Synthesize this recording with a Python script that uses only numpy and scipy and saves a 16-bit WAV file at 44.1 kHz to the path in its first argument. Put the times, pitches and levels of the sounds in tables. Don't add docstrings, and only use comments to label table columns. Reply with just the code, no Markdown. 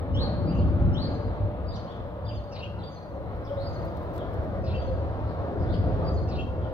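import sys
import numpy as np
from scipy import signal
from scipy.fft import rfft, irfft, next_fast_len
from scipy.io import wavfile
from scipy.ndimage import uniform_filter1d, map_coordinates

SR = 44100
rng = np.random.default_rng(int(sys.argv[2]) if len(sys.argv) > 2 else 0)


def output_pcm(signal):
    pcm = np.clip(np.atleast_2d(signal).T, -1, 1) * 32767
    wavfile.write(sys.argv[1], SR, np.round(pcm).astype(np.int16))


N = 296793


def amp(db):
    return 10 ** (np.asarray(db) / 20)


def unit(x):
    return x / np.sqrt(np.mean(x ** 2) + 1e-20)


def along(points, hz):
    knots_hz, values = np.transpose(points)
    return np.interp(np.log(hz + 1), np.log(knots_hz + 1), values)


def curves(rows, size=N):
    times, *columns = np.transpose(rows)
    return [np.interp(np.arange(size) / SR, times, column) for column in columns]


def wobble(rate, size=N):
    knots = rng.standard_normal(int(size * rate / SR) + 4)
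    return map_coordinates(knots, [np.arange(size) * rate / SR])


def filtered(x, response):
    size = x.shape[-1]
    padded = next_fast_len(size + SR // 8)
    return irfft(rfft(x, padded) * response(np.fft.rfftfreq(padded, 1 / SR)), padded)[..., :size]


def coloured_noise(spectrum):
    return filtered(rng.standard_normal((2, N)), lambda hz: amp(along(spectrum, hz)))


def add(track, start_s, sound):
    part = track[..., max(round(start_s * SR), 0):][..., :sound.shape[-1]]
    part += sound[..., :part.shape[-1]]


def placed(x, lead_ms, pan_db):
    half = np.array([[.5], [-.5]])
    return filtered(x, lambda hz: amp(half * pan_db) * np.exp(2j * np.pi * hz * half * lead_ms / 1000))


# frequency in Hz, relative spectral density in dB.
HISS_SPECTRUM = [(1000, -8), (4000, -4), (7500, -5), (10000, -3), (13000, -1), (16000, 0)]

def hiss(level_db=-76.5):
    return amp(level_db) * unit(coloured_noise(HISS_SPECTRUM))


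# start in seconds, length in seconds, level in dB.
SCRAPES = [(3.35, .03, -73), (3.835, .04, -65), (4.01, .04, -70), (4.125, .05, -64), (4.15, .03, -60),
           (4.32, .035, -67), (4.428, .035, -71)]
# frequency in Hz, relative spectral density in dB.
RUSTLE_SPECTRUM = [(1500, -20), (4500, 3), (7500, -8), (10000, -4), (13000, -1), (15500, 2)]

def rustle(grain_db=2.5, crackle_db=-73, crackle_start_s=2.9, crackle_length_s=2.1):
    envelope = np.zeros(N)
    add(envelope, crackle_start_s, amp(crackle_db) * np.hanning(round(crackle_length_s * SR)))
    for start_s, length_s, db in SCRAPES:
        add(envelope, start_s, amp(db) * np.hanning(round(length_s * SR)))
    grains = unit(coloured_noise(RUSTLE_SPECTRUM) * amp(grain_db * wobble(280)))
    return placed(envelope * grains, lead_ms=0, pan_db=6)


# start in seconds, level in dB.
SNAP_EVENTS = [(3.971, -54), (4.179, -48)]
# frequency in Hz, relative spectral density in dB.
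SNAP_SPECTRUM = [(1000, -10), (3500, 6), (5000, 3), (7500, -6), (11000, -3), (15500, -3)]

def snaps(t60_s=.025):
    t = np.arange(SR // 10) / SR
    envelope = np.zeros(N)
    for start_s, db in SNAP_EVENTS:
        add(envelope, start_s, amp(db - 60 * t / t60_s))
    return envelope * unit(coloured_noise(SNAP_SPECTRUM))


# frequency in Hz, time to decay by 60 dB in seconds.
TREE_T60 = [(2000, 0.5), (4500, 0.74), (7000, 0.86), (15000, 0.082)]

def among_trees(x, wet_db, early_gain=0.94, early_t60_s=0.082):
    hz, t, noise = signal.stft(rng.standard_normal((2, SR * 3 // 4)), SR, nperseg=256)
    late = amp(-60 * t / along(TREE_T60, hz)[:, None])
    early = early_gain * amp(-60 * t / early_t60_s)
    response = signal.istft(noise * (late + early) * (t > 0), SR, nperseg=256)[1]
    response /= np.linalg.norm(response[0])
    return amp(wet_db) * signal.fftconvolve(x[None], response, axes=1)[:, :len(x)]


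def syllable(shape, rough, octave_db, trill=0, trill_hz=130, flutter_db=3, jitter_per_s=600):
    t = np.arange(SR) / SR
    pitch, level = curves(shape, size=SR)
    gate = np.clip(np.minimum(t - shape[0][0], shape[-1][0] - t) / .004, 0, 1)
    jitter = rough * wobble(jitter_per_s, size=SR)
    vibrato = trill * np.sin(2 * np.pi * trill_hz * t)
    phase = 2 * np.pi * np.cumsum(pitch * (1 + jitter + vibrato)) / SR
    envelope = gate * amp(level + flutter_db * wobble(120, size=SR))
    return envelope * (np.sin(phase) + amp(octave_db) * np.sin(2 * phase))


# start and length in seconds, first, middle and last pitch in Hz,
# relative level in dB.
FAR_CHIPS = [(.47, 0.093, 2304, 2900, 2680, -57), (0.542, .091, 2700, 2820, 3110, -55.5),
             (1.706, 0.061, 3410, 3970, 6050, -54), (1.727, .049, 4700, 3900, 2845, -52.5),
             (1.865, 0.097, 2950, 3450, 2930, -56.5), (2.259, 0.064, 3700, 3130, 2785, -51.5),
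             (2.335, 0.045, 3620, 3290, 2950, -53.5), (2.786, 0.085, 4230, 3490, 3310, -55),
             (3.439, 0.043, 5560, 4930, 4830, -61.5), (3.469, 0.044, 3740, 3350, 3030, -53.5),
             (3.57, 0.074, 3600, 4170, 4440, -51.5), (4.172, 0.072, 3740, 3240, 2920, -56.5),
             (4.791, 0.063, 3430, 3370, 2910, -56), (5.245, .1, 3610, 4550, 3670, -66),
             (5.593, 0.074, 5260, 4880, 4400, -63), (5.668, 0.075, 3200, 3780, 3960, -55.5),
             (5.718, .048, 4320, 4600, 4200, -53.5), (5.723, 0.039, 3630, 3210, 2910, -54),
             (6.608, 0.081, 3460, 3190, 2860, -61.5)]

def far_birds(level_db=-2):
    out = np.zeros((2, N))
    for start_s, length_s, first_hz, middle_hz, last_hz, db in FAR_CHIPS:
        shape = [(0, first_hz, -8), (length_s / 2, middle_hz, 0), (length_s, last_hz, -8)]
        voice = amp(db + level_db) * syllable(shape, rough=.055, octave_db=-29.5, jitter_per_s=1200)
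        add(out, start_s, placed(voice, lead_ms=-0.036, pan_db=8) + among_trees(voice, wet_db=3.5))
    return out


# time in the call in seconds, pitch in Hz, relative level in dB.
SQUEAK = [(0, 5030, -26.5), (.02, 5460, -21), (.045, 5960, -30)]
RISE = [(0, 2850, -26.5), (.025, 3080, -8), (.045, 3310, -3.5), (.058, 3780, -5), (.082, 4170, -1.5),
        (.105, 4460, -6), (.125, 4140, -3.5), (.145, 4000, -19)]

def upslur(tune):
    squeak = syllable(SQUEAK * tune, rough=0.048, octave_db=-53, jitter_per_s=1500)
    rise = syllable(RISE * tune, rough=.025, octave_db=-41, trill=0.026, trill_hz=126.2)
    return squeak + rise


# time in the call in seconds, pitch in Hz, relative level in dB.
CLEAR_NOTE = [(0, 4650, 5.5), (.008, 4783, -8.5), (.042, 4803, 1.5), (.054, 4700, -1.5), (.064, 4390, -33)]
FALLING_LISP = [(.058, 6850, -25), (.075, 6580, -24), (.115, 6150, -14.5), (.126, 5710, -23)]
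LAST_NOTE = [(.12, 4450, -17), (.128, 4330, -3.5), (.145, 4280, -7.5), (.16, 4274, -27)]

def whistle(tune):
    lisp = syllable(FALLING_LISP * tune, rough=0.018, octave_db=-47)
    clear_note = syllable(CLEAR_NOTE * tune, rough=0.0025, octave_db=-34)
    last_note = syllable(LAST_NOTE * tune, rough=.004, octave_db=-39)
    return clear_note + lisp + last_note


# time in the call in seconds, pitch in Hz, relative level in dB.
FALLING_RASP = [(0, 5300, -36), (.02, 5200, -15), (.035, 4700, -15.5), (.05, 4150, -9.5),
                (.075, 3700, -13.5), (.09, 4200, -8.5), (.11, 4300, -18)]
LOWER_VOICE = [(.005, 2654, -24.5), (.025, 2650, -13.5), (.045, 2500, -26), (.085, 2900, -22),
               (.105, 2620, -12), (.12, 2770, 1.5), (.155, 2738, -8), (.172, 2880, -27)]
UPPER_VOICE = [(.105, 3010, -18.5), (.125, 3180, -8.5), (.155, 3150, -10.5), (.172, 3100, -21)]

def chirrup(tune, lower_ratio=0.67, lower_db=-6):
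    rasp = syllable(FALLING_RASP * tune, rough=0.09, octave_db=-43, trill=.04, trill_hz=84.3,
                    flutter_db=0.5, jitter_per_s=1800)
    lower_shape = FALLING_RASP[2:] * tune * [1, lower_ratio, 1]
    rasp += amp(lower_db) * syllable(lower_shape, rough=.11, octave_db=-25, jitter_per_s=1500)
    lower_voice = syllable(LOWER_VOICE * tune, rough=0.036, octave_db=-30)
    upper_voice = syllable(UPPER_VOICE * tune, rough=.025, octave_db=-23.5)
    return rasp + lower_voice + upper_voice


# delay in seconds, relative level in dB.
WALL_ECHOES = [(.083, -14), (.15, -19.5), (.21, -21)]

def bird(calls, song, wet_db, echo_db, lead_ms, pan_db):
    out = np.zeros((2, N))
    for start_s, db, pitch_ratio in calls:
        tune = np.array([1, pitch_ratio, 1])
        voice = amp(db) * song(tune)
        direct = placed(voice, lead_ms, pan_db)
        scattered = placed(among_trees(voice, wet_db), 0, pan_db)
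        add(out, start_s, direct + scattered)
        for delay_s, wall_db in WALL_ECHOES:
            echo = placed(voice, lead_ms=rng.normal(0, .2), pan_db=0)
            add(out, start_s + delay_s, amp(wall_db + echo_db) * echo)
    return out


# start in seconds, gain in dB, pitch ratio.
UPSLUR_CALLS = [(.134, -36, 1), (.926, -37.5, 1.01)]
WHISTLE_CALLS = [(.462, -51.5, 0.99), (1.035, -54, 1), (1.668, -51.5, 1), (2.25, -52.5, 1),
                 (2.835, -49.5, 0.98), (3.632, -49.5, 1), (4.752, -53.5, 0.98), (6.048, -48.5, .995)]
CHIRRUP_CALLS = [(2.508, -38, 1.014), (4.628, -40.5, .98), (6.272, -39.5, 1.005)]

def near_birds():
    return (bird(UPSLUR_CALLS, upslur, wet_db=-4.5, echo_db=-11.5, lead_ms=-0.12, pan_db=1.7)
            + bird(WHISTLE_CALLS, whistle, wet_db=-3.5, echo_db=3.5, lead_ms=0.27, pan_db=-2)
            + bird(CHIRRUP_CALLS, chirrup, wet_db=-6, echo_db=-18, lead_ms=-0.069, pan_db=3.5))


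# time in seconds, level in dB.
DRONE_FADING = [(0.0, -47), (0.27, -40), (1.32, -44), (1.5, -36.5), (1.62, -45), (2.58, -46.5), (3.03, -59),
                (3.15, -39.5), (3.39, -62), (3.51, -34.5), (3.6, -34.5), (3.84, -53), (4.92, -38),
                (5.22, -60), (5.4, -42), (6.06, -40), (6.21, -51.5), (6.72, -39.0)]
# time in seconds, pitch in Hz.
DRONE_GLIDE = [(0, 572.3), (1.4, 588.5), (2.4, 583.4), (3.55, 553), (4.85, 531.4), (6.73, 521.2)]

def drone(skirt_width_hz=62, core_width_hz=16, core_db=-2, side_db=-11):
    (level,), (pitch,) = curves(DRONE_FADING), curves(DRONE_GLIDE)
    carrier = np.exp(2j * np.pi * np.cumsum(pitch) / SR)
    smears = [wobble(skirt_width_hz) + 1j * wobble(skirt_width_hz) for _ in range(2)]
    skirt, side_skirt = np.real(carrier * np.array(smears))
    core = np.real(carrier * np.exp(1j * np.pi * wobble(core_width_hz) / 2))
    mid = unit(skirt) + amp(core_db) * unit(core)
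    side = amp(side_db) * side_skirt
    return amp(level) * unit(np.array([mid + side, mid - side]))


# frequency in Hz, coherence from 0 to 1.
COHERENCE = [(60, .66), (130, .73), (300, .8), (600, .86), (1000, .78), (1600, .6), (3000, .2), (8000, 0)]

def partly_coherent(pair):
    def mid_side_gains(hz):
        angle = np.arccos(along(COHERENCE, hz)) / 2
        return np.array([np.cos(angle), np.sin(angle)])
    mid, side = filtered(pair, mid_side_gains)
    return np.array([mid + side, mid - side])


def eddy_noise(spectra, rear_share, patchy_db):
    white = signal.stft(rng.standard_normal((2, N)), nperseg=2048)[2]
    patches = uniform_filter1d(rng.standard_normal(white.shape[1:]), size=3, axis=0)
    patches = uniform_filter1d(patches, size=9, axis=1)
    pair = signal.istft(white * amp(patchy_db * unit(patches)), nperseg=2048)[1][:, :N]
    noise = partly_coherent(pair)
    knots_hz, side_db, rear_db = np.transpose(spectra)
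    from_side = unit(filtered(noise, lambda hz: amp(along(np.c_[knots_hz, side_db], hz))))
    from_rear = unit(filtered(noise, lambda hz: amp(along(np.c_[knots_hz, rear_db], hz))))
    return (1 - rear_share) * from_side + rear_share * from_rear


# frequency in Hz, relative spectral density
# in dB from the side, the same from behind.
RUMBLE_SPECTRA = [(18, -25, -23.5), (31.6, -11, -15), (47.4, -9, -8.5), (63.5, 0, -1), (81, -4, 0.5),
                  (104.2, 1, 0.5), (120.4, -7, -8.5), (159, -25, -24), (600, -120, -120)]
BODY_SPECTRA = [(70, -30, -32.5), (123, -7, -3.5), (165, -0.5, 1.5), (227, -5, -5.5), (338, -6.5, -4.5),
                (440, -20, -8), (625, -21.5, -13.5), (3000, -120, -120)]
ROAR_SPECTRA = [(195, -23.5, -27.5), (417, -3.5, -8.5), (454, 4, -1.5), (630, 0.5, 3), (797, -4, -4),
                (1233, -8.5, -9.5), (1518, -15.5, -15.5), (2200, -24, -25), (2660, -28, -30.5),
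                (4000, -31, -32), (5900, -53, -47), (9050, -75, -69.5)]
# time in seconds, relative level in dB.
RUMBLE_FADING = [(0, -32.5), (0.14, -26), (0.64, -28.0), (0.75, -22.5), (0.9, -20.5), (1.05, -32),
                 (1.22, -28.5), (2.1, -39.5), (2.6, -36.0), (2.99, -43.0), (3.5, -32.0), (4.1, -36),
                 (4.3, -32), (4.87, -29), (5.5, -35), (5.65, -26), (6.27, -27.5), (6.42, -33.5),
                 (6.72, -31)]
BODY_FADING = [(0.0, -38.5), (0.51, -31), (0.96, -32), (1.41, -40.5), (2.58, -45.5), (2.79, -42.5),
               (2.97, -48.5), (3.18, -43), (4.65, -37.5), (5.37, -39.0), (5.73, -32.0), (6.72, -39.5)]
ROAR_FADING = [(0.0, -41.5), (0.13, -44), (0.22, -38.5), (0.41, -42), (1.12, -41.5), (2.96, -46.5),
               (3.69, -41.5), (5.08, -41.5), (5.53, -42), (6.07, -38.5), (6.43, -45), (6.73, -42)]
# time in seconds, share of the sound from behind.
REAR_SHARE = [(1.5, 0), (4.5, 1)]

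def exhaust(body_db=1.5, roar_db=3, throb_per_s=17, side_throb_db=3, rear_throb_db=1, body_throb=0.35):
    (rumble_level,), (body_level,) = curves(RUMBLE_FADING), curves(BODY_FADING)
    (roar_level,), (rear_share,) = curves(ROAR_FADING), curves(REAR_SHARE)
    depth_db = (1 - rear_share) * side_throb_db + rear_share * rear_throb_db
    throb = depth_db * wobble(throb_per_s)
    rumble = amp(rumble_level + throb) * eddy_noise(RUMBLE_SPECTRA, rear_share, patchy_db=0.5)
    body_gain = amp(body_level + body_db + body_throb * throb)
    body = body_gain * eddy_noise(BODY_SPECTRA, rear_share, patchy_db=1.5)
    roar_gain = amp(roar_level + roar_db + .9 * wobble(12))
    roar = roar_gain * eddy_noise(ROAR_SPECTRA, rear_share, patchy_db=2)
    return rumble + body + roar


def jet():
    return placed(exhaust() + drone(), lead_ms=0.17, pan_db=1.25)


def scene():
    return near_birds() + jet() + far_birds() + rustle() + snaps() + hiss()


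def record(dry, top_hz=15780):
    return filtered(dry, lambda hz: hz < top_hz)


dry = scene()
out = record(dry)
output_pcm(out)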